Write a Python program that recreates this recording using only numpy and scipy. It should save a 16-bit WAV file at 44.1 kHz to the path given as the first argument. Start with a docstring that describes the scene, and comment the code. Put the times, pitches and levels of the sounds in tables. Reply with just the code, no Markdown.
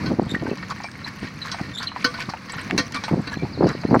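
"""A pony walks a grassy track, heard from the seat of the cart it pulls: hooves knock as resonant noise pushes.
The wheels rumble and crunch as coloured noise, random clicks and tiny ringing stones.
Cart and harness clank and rattle through frame modes, clink in narrow bands, squeak as jittered tones.
Gusts hit the microphone as pressure swings with a rough wake; leaves and grass rustle as noise.
A small bird sings faintly in gliding sines, smeared by the trees."""
import sys
import numpy as np
from scipy import signal
from scipy.fft import rfft, irfft, next_fast_len
from scipy.io import wavfile
from scipy.ndimage import uniform_filter1d

SR = 44100
rng = np.random.default_rng(int(sys.argv[2]) if len(sys.argv) > 2 else 0)


def transcribe(u):
    """Save the signal u as a 16-bit wav file named by the first command-line argument.

    u: samples, shape (n,) or (channels, n), limited to [-1, 1]; the rate is SR.
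    q: integer samples, one column per channel.
    """
    v = np.clip(np.atleast_2d(u).T, -1, 1)
    q = np.round(v * 32767).astype(np.int16)
    wavfile.write(sys.argv[1], SR, q)


N = 176400
SHORT_S = np.arange(SR // 4) / SR  # time axis of one event
BLOW_S = .01  # reference length for the energy of a blow
TOP_HZ = 15800

# Leaves and grass, spectrum. Each row: frequency in Hz, gain in dB.
AIR_COLOUR = [(240, -22.5), (500, 3), (750, -12), (1070, 5.5), (1300, 2), (2250, 3), (3200, -14.5),
              (4400, -2), (6100, -14), (7200, -21.5), (15500, -34.5)]
AIR_DB, AIR_SWAY_DB = -43.5, 2.5

# Wheel rumble over time. Each row: time in seconds, level in dB before RUMBLE_TRIM_DB.
RUMBLE_LEVEL = [(0.0, -29.5), (0.41, -36.5), (0.66, -37.5), (0.88, -42.5), (1.06, -39.5), (1.97, -40.5),
                (2.16, -39), (2.34, -43), (2.57, -41), (2.68, -34), (3.1, -40.5), (3.27, -37), (3.54, -35),
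                (3.69, -39.5), (3.82, -35.5), (4.0, -26.5)]
# Wheel rumble, spectrum. Each row: frequency in Hz, gain in dB.
RUMBLE_COLOUR = [(20, -64), (45, -10.5), (70, -1.5), (105, 3), (210, 4), (300, -3.5), (450, -15.5),
                 (900, -16.5), (2000, -80)]
RUMBLE_TRIM_DB = 1

# Wheels on grit over time. Each row: time in seconds, common level of grit and stones in dB before their trims.
CRUNCH_LEVEL = [(0.0, -53), (0.55, -47), (0.72, -47), (1.01, -53), (1.3, -48.5), (1.85, -51.5), (2.07, -56),
                (2.19, -46), (2.43, -52), (2.67, -45), (2.93, -48), (3.18, -61), (3.32, -46), (3.5, -57),
                (3.79, -54), (4.0, -45.5)]
# Grit, spectrum. Each row: frequency in Hz, gain in dB.
GRIT_COLOUR = [(300, -37), (700, -6), (1100, 9), (2200, 13), (3100, 6.5), (4300, -16), (6000, 9),
               (7500, -20), (10000, -6), (13000, -20), (16000, -10)]
GRIT_TRIM_DB, GRIT_PER_S, GRIT_SPREAD_DB, GRIT_SURGE_DB = -3, 230, 4, 2.5
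# Stones, spectrum. Each row: frequency in Hz, gain in dB.
STONE_COLOUR = [(900, -1), (2200, -1.5), (3100, -7), (4800, -2.5), (7500, -13), (13000, -20.5)]
STONES_PER_S, STONE_TRIM_DB, STONE_SPREAD_DB = 120, 1, 5.5
STONE_LOW_HZ, STONE_HIGH_HZ = 900, 13000
STONE_RING_S, STONE_CYCLES = .0011, 3  # decay: fixed part plus a number of cycles
JIGGLE_DB, JIGGLE_PER_S, JIGGLE_SPREAD_DB = -48, 130, 9.7
JIGGLE_COLOUR = [(1000, -2.5), (2200, 16), (4000, -3.5)]  # (Hz, dB)

# Bird notes. Each row: start in seconds, length in seconds, start in Hz, end in Hz, level in dB.
CHIRPS = [(3.256, 0.044, 4400, 3890, -42), (3.349, 0.038, 3920, 4380, -44.5), (3.518, .05, 5230, 3570, -43),
          (3.583, 0.016, 4200, 4370, -39.5), (3.629, 0.031, 5450, 4000, -41.5),
          (3.683, 0.022, 4100, 3890, -39), (3.722, .025, 5500, 4300, -44), (3.809, 0.023, 5450, 3680, -43),
          (3.875, .016, 4150, 4350, -41.5), (3.893, 0.031, 5450, 3770, -45)]
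TREES_DB, TREES_DECAY_S = -2, 0.12

# Gusts on the microphone. Each row: start in seconds, length in seconds, level in dB, central eddy pitch in Hz.
GUSTS = [(0.0, 0.095, -26, 176), (0.096, 0.046, -21, 270), (.18, 0.025, -28.5, 238),
         (0.212, 0.021, -25, 268), (.412, .024, -25, 254), (.472, 0.027, -26, 293),
         (.513, .022, -25.5, 258), (1.22, 0.036, -29.5, 216), (1.625, 0.099, -35.5, 137),
         (2.722, 0.047, -23.5, 260), (3.118, 0.027, -16, 258), (3.152, 0.054, -22, 212),
         (3.42, 0.028, -22, 180), (3.574, 0.026, -25, 201), (3.605, 0.069, -14, 317),
         (3.674, 0.051, -25, 215), (3.885, 0.022, -23, 184), (3.911, .028, -13, 251),
         (3.934, 0.041, -13, 390)]
# Single hard puffs of air. Each row: time in seconds, drive before colouring in dB, pitch in Hz.
PUFFS = [(.102, -28, 523), (0.12, -9, 438), (0.189, -6.5, 255), (.197, 0, 438), (0.268, -16, 160),
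         (.322, -15, 226), (.342, -13.5, 202), (0.364, -14, 248), (0.43, -17, 470), (.457, -13.5, 298),
         (0.473, -20, 398), (0.496, -22, 320), (.515, -12, 322), (1.613, -14, 183), (2.288, -18, 183),
         (2.563, -19, 144), (2.731, -12, 330), (2.804, -16, 172), (3.114, -6.5, 314), (3.144, -8.5, 450),
         (3.372, -13, 214), (3.434, -17.5, 276), (3.608, -11.5, 440), (3.643, -7, 410), (3.666, -21, 520),
         (3.752, -14.5, 344), (3.852, -6, 253), (3.911, -7, 475), (3.948, -3, 770), (3.957, -15, 715)]
# Gusts and puffs, spectrum. Each row: frequency in Hz, gain in dB.
WIND_COLOUR = [(25, -31), (60, -9.5), (120, 1), (300, 1), (600, -3), (1200, 3), (2200, 10.5), (4000, -14),
               (8000, -38)]
# Rough wake, spectrum. Each row: frequency in Hz, gain in dB.
WAKE_COLOUR = [(100, -13), (350, 1.5), (800, -5.5), (2500, -31.5), (6000, -69)]
EDDIES_PER_S, EDDY_OCTAVES, EDDY_CYCLES, EDDY_SPREAD_DB = 280, 0.92, .2, 0.5
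EDDY_LEAD_S = 1 / 50  # time ahead of an eddy's centre
WAKE_DB, WAKE_S = -13, .012

# Squeaks of fittings. Each row: start in seconds, length in seconds, start in Hz, end in Hz,
# level in dB, overtones in dB.
SQUEAKS = [(0.285, 0.045, 3460, 4020, -34.5, -12), (0.501, .025, 2520, 2720, -41, -27),
           (1.039, 0.02, 4030, 4104, -31, -34), (1.409, 0.035, 4080, 3930, -32, -33),
           (1.73, 0.048, 3620, 3560, -35, -13), (1.768, 0.04, 3350, 4190, -29.5, -16),
           (1.865, 0.022, 4140, 4020, -25, -33), (1.871, 0.027, 3380, 2760, -37, -21)]
SQUEAK_JITTER, SQUEAK_SLIDE_JITTER = 0.017, .2  # ratios; the second per natural log of the slide
SQUEAK_FLICKER_DB, SQUEAK_RING_DB, SQUEAK_RING_S = 3.5, -8, 0.031
# Thin rubs of a wheel. Each row: start in seconds, length in seconds, level in dB.
RUBS = [(0.83, 0.051, -34.5), (2.933, 0.076, -34.5), (3.38, 0.063, -39.5)]
RUB_HZ, RUB_JITTER = 2353, 0.017

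# Chain link ticks. Each row: time in seconds, level in dB, pitch in Hz.
TINKS = [(2.521, -36, 7830), (2.614, -45, 8170), (2.877, -62, 8300), (2.946, -41.5, 8100),
         (3.216, -53, 7700), (3.274, -52, 7900), (3.314, -59, 8100)]
# Modes of a chain link. Each row: ratio to the pitch, level in dB.
TINK_MODES = [(1, 5.5), (1.1, -5), (1.48, -17), (1.62, -18)]
TINK_PUSH_S, TINK_WIDTH_HZ = 0.0018, 120
# Pings of a small harness ring. Each row: time in seconds, level in dB.
PINGS = [(0.844, -51), (1.522, -50), (2.046, -49), (3.042, -48.5)]
PING_HZ, PING_DECAY_S, PING_SPREAD_HZ = 8460, 0.066, 122
# Clinks of buckles and rings. Each row: time in seconds, level in dB, pitch in Hz.
CLINKS = [(.349, -22, 1843), (.459, -33, 1535), (.707, -25, 1116), (1.073, -33, 1820), (2.96, -26, 1165),
          (3.329, -28.5, 1674)]
CLINK_PUSH_S, CLINK_WIDTH_HZ = 0.0051, 28

# Dry snaps of tack and twigs. Each row: time in seconds, level in dB, pitch in Hz.
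SNAPS = [(.575, -41, 4500), (.702, -38, 5500), (.916, -41, 4500), (1.068, -42, 4800), (1.46, -38, 5000),
         (1.473, -39, 4500), (1.832, -34, 4800), (2.207, -36, 5500), (2.71, -16.5, 1900),
         (2.923, -35, 5200), (3.691, -33, 5200)]
SNAP_DECAY_S, SNAP_SPLINTER_DB, SNAP_WIDTH_RATIO = 0.0025, -5, .65
# Bouts of harness and cart rattle. Each row: centre in seconds, length in seconds, level in dB, main ring in Hz.
RATTLES = [(0.297, 0.079, -42, 1740), (0.347, 0.033, -30, 1810), (0.63, 0.029, -33.5, 1430),
           (0.714, 0.038, -29.5, 1350), (.765, 0.037, -42.5, 1830), (1.074, 0.045, -32.5, 1700),
           (1.254, 0.11, -38, 2120), (1.473, 0.073, -32.5, 1470), (1.585, 0.045, -40, 1400),
           (1.826, 0.083, -31.5, 1490), (2.018, 0.042, -35, 2330), (2.21, 0.078, -29.5, 2260),
           (2.539, 0.047, -34, 1910), (2.598, 0.079, -33, 1570), (2.959, 0.048, -28, 1540),
           (3.089, 0.027, -32.5, 2050), (3.333, 0.052, -33, 1660), (3.7, 0.08, -30, 1400)]
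RATTLE_WIDTH_HZ, RATTLE_PER_S, RATTLE_SPREAD_DB = 550, 550, 2.5
RATTLE_FRAME_DB, RATTLE_GRIT_DB = -3.5, -0.5
RATTLE_COLOUR = [(1500, -1.0), (2500, -4.0), (4000, -11.5)]  # (Hz, dB)

# Clanks of shafts and fittings. Each row: time in seconds, level below the split in dB, level above it in dB.
CLANKS = [(0.059, -31, -35.5), (0.702, -50, -41.5), (.835, -53, -39), (1.515, -33.5, -29.5),
          (1.828, -36, -35), (2.043, -15.5, -20), (2.14, -31, -40), (2.294, -45, -37), (2.496, -34, -40),
          (2.778, -19, -20.5), (2.79, -23.5, -36), (2.944, -39, -33), (3.037, -31, -32),
          (3.272, -29.5, -43), (3.668, -34.5, -38), (3.993, -26, -35.5)]
# Modes of the cart's frame. Each row: frequency in Hz, level in dB, t60 in seconds.
FRAME = [(270, -1.5, 0.05), (493.7, -12.5, 0.15), (683, -20.5, 0.3), (1071, -3, 0.082), (1161.5, -11, 0.26),
         (1403, -3.5, 0.039), (1498, -2.5, 0.096), (1838, -4.5, 0.07), (2225, -10.5, 0.14),
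         (2700, -8, 0.058), (3000, -6, .04), (3266, -9.5, 0.12), (4020, 4.5, 0.039), (4170, 0, 0.054),
         (4480, 2.5, 0.043), (4575, 6.5, 0.031), (5040, -4.5, 0.031), (5490, 4.5, 0.014),
         (6210, -7.5, 0.056)]
# Crack of a clank, spectrum. Each row: frequency in Hz, gain in dB.
CRACK_COLOUR = [(200, -44), (500, -9.5), (1000, -6.5), (1500, -3), (2300, 3), (3100, -9), (4300, 12.5),
                (5800, 5.5), (7200, -15), (10000, -15), (15000, -72)]
CLANK_HOLD_S, CLANK_DECAY_S, CLANK_TAIL_DB, CLANK_TAIL_S = 0.0014, 0.012, -19.5, 0.062
CLANK_SPLIT_HZ, CRACK_DB = 2500, -3
FRAME_DETUNE = .009  # largest shift of a mode, as a ratio

# Hoof knocks. Each row: time in seconds, level in dB, pitch in Hz.
HOOVES = [(.469, -32.5, 830), (.803, -35.5, 870), (.843, -31.5, 784), (1.544, -32, 834),
          (1.596, -31.5, 786), (1.918, -35.5, 1080), (1.962, -28.5, 970), (2.291, -32.5, 980),
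          (2.299, -36.5, 800), (2.337, -28.5, 790), (2.344, -40.5, 850), (2.537, -36, 1000),
          (2.699, -32, 744), (3.038, -32.5, 890), (3.082, -28, 930), (3.451, -33.5, 805), (3.836, -31, 700)]
# Scuff of the soil, spectrum. Each row: frequency in Hz, gain in dB.
SCUFF_COLOUR = [(300, 3), (1000, 18.5), (2500, 14), (5000, -31), (8000, -16), (15000, -35)]
HOOF_DECAY_S, HOOF_WIDTH_RATIO, HOOF_SCUFF_DB, HOOF_CRUSH_DB = 0.0091, 0.29, -6, 2


def undb(db):
    """Decibels to gain."""
    return 10 ** (np.asarray(db) / 20)


def unit(x):
    """Scale to rms 1."""
    return x / np.sqrt(np.mean(x ** 2) + 1e-20)


def burst(x, seconds):
    """Scale so that the energy equals rms 1 held for the given time."""
    return x * np.sqrt(seconds * SR / (np.sum(x ** 2) + 1e-20))


def add(out, start_s, x):
    """Mix a sound in at a time, not before zero."""
    i = max(int(start_s * SR), 0)
    out[i:i + len(x)] += x[:max(len(out) - i, 0)]


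def colour(x, points):
    """Causal minimum-phase filter through (Hz, dB) points, by folding the cepstrum."""
    n = next_fast_len(len(x) + 2048, True) // 2 * 2
    hz, db = np.array(points, float).T
    bin_hz = np.arange(n // 2 + 1) * SR / n
    log_gain = np.interp(np.log(bin_hz + 1), np.log(hz), db) * np.log(10) / 20
    cepstrum = irfft(log_gain, n)
    cepstrum[1:n // 2] *= 2
    cepstrum[n // 2 + 1:] = 0
    return irfft(rfft(x, n) * np.exp(rfft(cepstrum)), n)[:len(x)]


def band(x, hz, width_hz):
    """One resonance."""
    return signal.lfilter(*signal.iirpeak(hz, hz / width_hz, fs=SR), x)


def walk(rate_hz, size=N):
    """Smooth random wander of rms 1."""
    k = max(int(SR / rate_hz), 1)
    own_rng = np.random.default_rng(rng.integers(2 ** 31))
    steps = np.repeat(own_rng.standard_normal(size // k + 1), k)
    return unit(uniform_filter1d(uniform_filter1d(steps, k), k)[:size])


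def clicks(per_s, spread_db, size=N):
    """Random tiny impacts, a few much harder than the rest."""
    hard = np.minimum(rng.exponential(size=size), 3.2)
    hits = rng.random(size) < per_s / SR
    return hits * np.sign(rng.standard_normal(size)) * undb(spread_db * hard)


def arch(t, length):
    """A smooth rise and fall."""
    return np.sin(np.pi * np.clip(t / length, 0, 1))


def noise_push(decay_s):
    """Decaying noise."""
    return rng.standard_normal(len(SHORT_S)) * np.exp(-SHORT_S / decay_s)


def sine(hz):
    """Sine that follows a frequency track."""
    return np.sin(2 * np.pi * np.cumsum(hz) / SR)


def frame(x):
    """The cart's frame rings in close, beating pairs of modes, detuned afresh each time as its joints work."""
    ring = np.zeros(len(SHORT_S))
    for hz, db, t60_s in FRAME:
        decay = undb(-60 * SHORT_S / t60_s)
        for side, (shift, phase) in zip((-1, 1), rng.random((2, 2))):
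            mode_hz = hz * (1 + side * FRAME_DETUNE * shift)
            ring += undb(db) * np.sin(2 * np.pi * (mode_hz * SHORT_S + phase)) * decay
    return signal.fftconvolve(x, ring)[:len(x)]


def stones(per_s, size=N):
    """Small hard things crack together, each with its own pitch and a very short ring."""
    out, t = np.zeros(size), SHORT_S[:SR // 40]
    for when, pitch, force in rng.random((int(per_s * size / SR), 3)):
        hz = STONE_LOW_HZ * (STONE_HIGH_HZ / STONE_LOW_HZ) ** pitch
        hard = min(-np.log(1 - force), 3)
        ring = np.sin(2 * np.pi * hz * t) * np.exp(-t / (STONE_RING_S + STONE_CYCLES / hz))
        add(out, when * size / SR, undb(STONE_SPREAD_DB * hard) * ring)
    return unit(colour(out, STONE_COLOUR))


def leaves():
    """Leaves and grass rustle: coloured noise with a swaying level."""
    sway = undb(AIR_DB + AIR_SWAY_DB * walk(18))
    return sway * unit(colour(rng.standard_normal(N), AIR_COLOUR))


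def bird():
    """Soft slurs, then falling whistles with short notes between: gliding sines smeared by the trees."""
    out = np.zeros(N)
    for start_s, length_s, from_hz, to_hz, db in CHIRPS:
        hz = from_hz * (to_hz / from_hz) ** np.minimum(SHORT_S / length_s, 1)
        add(out, start_s, undb(db) * unit(sine(hz)) * arch(SHORT_S, length_s))
    trees = burst(noise_push(TREES_DECAY_S), 1 / SR)
    return out + undb(TREES_DB) * signal.fftconvolve(out, trees)[:N]


def eddy(t, hz, phase):
    """A swirl of air crosses the microphone: one sharp swing of pressure."""
    return np.cos(2 * np.pi * hz * t + phase) / np.cosh(np.clip(t * hz / EDDY_CYCLES, -20, 20))


def wind():
    """Gusts are flurries of eddies of mixed size; some come alone, and all stir up a fine rough wake."""
    out = np.zeros(N)
    t = SHORT_S[:SR // 7] - EDDY_LEAD_S
    for start_s, length_s, db, hz in GUSTS:
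        gust = np.zeros(len(t))
        count = max(int(length_s * EDDIES_PER_S), 2)
        for k, (shift, size, turn, force) in enumerate(rng.uniform(-0.924, 1, (32, 4))[:count]):
            place = np.clip((k + .5 + shift) / count, 0, 1)
            swing = eddy(t - place * length_s, hz * 2 ** (EDDY_OCTAVES * size), np.pi * turn)
            gust += undb(EDDY_SPREAD_DB * force) * arch(place, 1) ** 0.098 * swing
        add(out, start_s - EDDY_LEAD_S, undb(db) * burst(colour(gust, WIND_COLOUR), length_s))
    for when_s, db, hz in PUFFS:
        puff = eddy(t, hz, rng.uniform(-0.47, 1))
        add(out, when_s - EDDY_LEAD_S, undb(db) * colour(puff, WIND_COLOUR))
    strength = np.sqrt(np.abs(uniform_filter1d(out ** 2, int(WAKE_S * SR))))
    wake = unit(colour(rng.standard_normal(N), WAKE_COLOUR))
    return out + undb(WAKE_DB) * strength * wake


def squeaks():
    """Stick-slip in the fittings: short rough tones with overtones, which leave a noisy ring."""
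    out = np.zeros(N)
    for start_s, length_s, from_hz, to_hz, db, overtone_db in SQUEAKS:
        # rougher the further it slides
        jitter = SQUEAK_JITTER + SQUEAK_SLIDE_JITTER * abs(np.log(to_hz / from_hz))
        glide_hz = np.interp(SHORT_S, [0, length_s], [from_hz, to_hz])
        hz = glide_hz * (1 + jitter * walk(1400, size=len(SHORT_S)))
        overtones = sine(2 * hz) + undb(-10) * sine(3 * hz)
        flicker = undb(SQUEAK_FLICKER_DB * walk(570, size=len(SHORT_S)))
        tone = (sine(hz) + undb(overtone_db) * overtones) * arch(SHORT_S, length_s) ** 1.35 * flicker
        ring = signal.fftconvolve(tone, noise_push(SQUEAK_RING_S))[:len(SHORT_S)]
        sound = burst(tone, length_s / 2) + undb(SQUEAK_RING_DB) * burst(ring, length_s / 2)
        add(out, start_s, undb(db) * sound)
    return out


def rubs():
    """A wheel rubs by stick-slip: a thin tone of jittering pitch."""
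    out = np.zeros(N)
    for start_s, length_s, db in RUBS:
        hz = RUB_HZ * (1 + RUB_JITTER * walk(522, size=len(SHORT_S)))
        add(out, start_s, undb(db) * unit(sine(hz)) * arch(SHORT_S, length_s))
    return out


def tinks():
    """Chain links touch: tiny bright ticks with a few short modes."""
    out = np.zeros(N)
    for when_s, db, hz in TINKS:
        push = noise_push(TINK_PUSH_S)
        ring = np.zeros(len(SHORT_S))
        for ratio, mode_db in TINK_MODES:
            mode = band(band(push, hz * ratio, TINK_WIDTH_HZ), hz * ratio, hz / 2)
            ring += undb(mode_db) * unit(mode)
        add(out, when_s, undb(db) * burst(ring, BLOW_S / 2))
    return out


def pings():
    """A small harness ring pings high: four close sines beat and decay."""
    out = np.zeros(N)
    for when_s, db in PINGS:
        mode_hz = PING_HZ + PING_SPREAD_HZ * rng.standard_normal(size=4)
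        ping = sum(np.sin(2 * np.pi * hz * SHORT_S) for hz in mode_hz)
        add(out, when_s, undb(db) * burst(ping * np.exp(-SHORT_S / PING_DECAY_S), BLOW_S))
    return out


def clinks():
    """A buckle or ring chatters briefly, a noise push, and sounds its one note."""
    out = np.zeros(N)
    for when_s, db, hz in CLINKS:
        note = band(band(noise_push(CLINK_PUSH_S), hz, CLINK_WIDTH_HZ), hz, hz / 2)
        add(out, when_s, undb(db) * burst(note, BLOW_S))
    return out


def snaps():
    """Tack and twigs snap: an impulse and splintering noise through a broad resonance."""
    out = np.zeros(N)
    for when_s, db, hz in SNAPS:
        tick = undb(SNAP_SPLINTER_DB) * burst(noise_push(SNAP_DECAY_S), 1 / SR)
        tick[0] += 1
        width_hz = hz * SNAP_WIDTH_RATIO
        add(out, when_s, undb(db) * burst(band(band(tick, hz, width_hz), hz, width_hz), BLOW_S / 4))
    return out


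def rattles():
    """Buckles, chains and boards shake in bouts: clicks ring a band and the frame, amid tiny cracks."""
    out = np.zeros(N)
    for centre_s, length_s, db, hz in RATTLES:
        bout = arch(SHORT_S, length_s)
        shake = clicks(RATTLE_PER_S, RATTLE_SPREAD_DB, size=len(SHORT_S)) * bout
        own_ring = band(band(shake, hz, RATTLE_WIDTH_HZ), hz, hz)
        frame_ring = frame(colour(shake, RATTLE_COLOUR))
        cracks = stones(2 * RATTLE_PER_S, size=len(SHORT_S)) * bout
        sound = unit(own_ring)
        sound += undb(RATTLE_FRAME_DB) * unit(frame_ring)
        sound += undb(RATTLE_GRIT_DB) * unit(cracks)
        add(out, centre_s - length_s / 2, undb(db) * burst(sound, length_s / 2))
    return out


def clanks():
    """Loose metal chatters against the frame for a moment and leaves it ringing."""
    out = np.zeros(N)
    push = np.exp(-np.maximum(SHORT_S - CLANK_HOLD_S, 0) / CLANK_DECAY_S)
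    tail = undb(CLANK_TAIL_DB) * np.exp(-SHORT_S / CLANK_TAIL_S)
    for when_s, body_db, bright_db in CLANKS:
        chatter = clicks(5000, 0.5, size=len(SHORT_S))
        crack = colour(chatter * (push + tail), CRACK_COLOUR)
        hit = unit(frame(chatter * push)) + undb(CRACK_DB) * unit(crack)
        for side, db in (("low", body_db), ("high", bright_db)):
            part = signal.sosfilt(signal.butter(3, CLANK_SPLIT_HZ, side, fs=SR, output="sos"), hit)
            add(out, when_s, undb(db) * burst(part, 2 * BLOW_S))
    return out


def rumble():
    """The wheels rumble: low noise under a level curve with a small wander."""
    level_db = np.interp(np.arange(N) / SR, *np.array(RUMBLE_LEVEL).T)
    level = undb(level_db + RUMBLE_TRIM_DB + 0.5 * walk(23.47))
    return unit(colour(rng.standard_normal(N), RUMBLE_COLOUR)) * level


def crunch():
    """The wheels crunch grit and stones, and random impacts jiggle the frame, under one level curve."""
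    level = undb(np.interp(np.arange(N) / SR, *np.array(CRUNCH_LEVEL).T))
    surge = undb(GRIT_TRIM_DB + GRIT_SURGE_DB * np.minimum(walk(50), 1))
    grit = unit(colour(clicks(GRIT_PER_S, GRIT_SPREAD_DB), GRIT_COLOUR)) * level * surge
    cracks = undb(STONE_TRIM_DB) * stones(STONES_PER_S) * level
    shake = colour(clicks(JIGGLE_PER_S, JIGGLE_SPREAD_DB), JIGGLE_COLOUR)
    jiggle = undb(JIGGLE_DB) * unit(frame(shake) * level)
    return grit + cracks + jiggle


def hooves():
    """Each hoof gives a short hollow knock, and crushes and scuffs the soil."""
    out = np.zeros(N)
    for when_s, db, hz in HOOVES:
        push = undb(HOOF_CRUSH_DB) * burst(noise_push(HOOF_DECAY_S), 1 / SR)
        push[0] += 1
        width_hz = hz * HOOF_WIDTH_RATIO
        knock = band(band(push, hz, width_hz), hz, 2 * width_hz)
        scuff = colour(push, SCUFF_COLOUR)
        sound = burst(knock, BLOW_S) + undb(HOOF_SCUFF_DB) * burst(scuff, BLOW_S)
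        add(out, when_s, undb(db) * sound)
    return out


def scene():
    """Everything as heard from the seat, one channel."""
    background = leaves() + bird() + wind()
    harness = squeaks() + rubs() + tinks() + pings() + clinks() + snaps() + rattles()
    cart = clanks() + rumble() + crunch()
    return (background + harness + cart + hooves())[None]


def record(dry):
    """Steep low-pass that cuts the top."""
    return signal.sosfilt(signal.ellip(10, .2, 70, TOP_HZ, fs=SR, output="sos"), dry)


dry = scene()
out = record(dry)
transcribe(out)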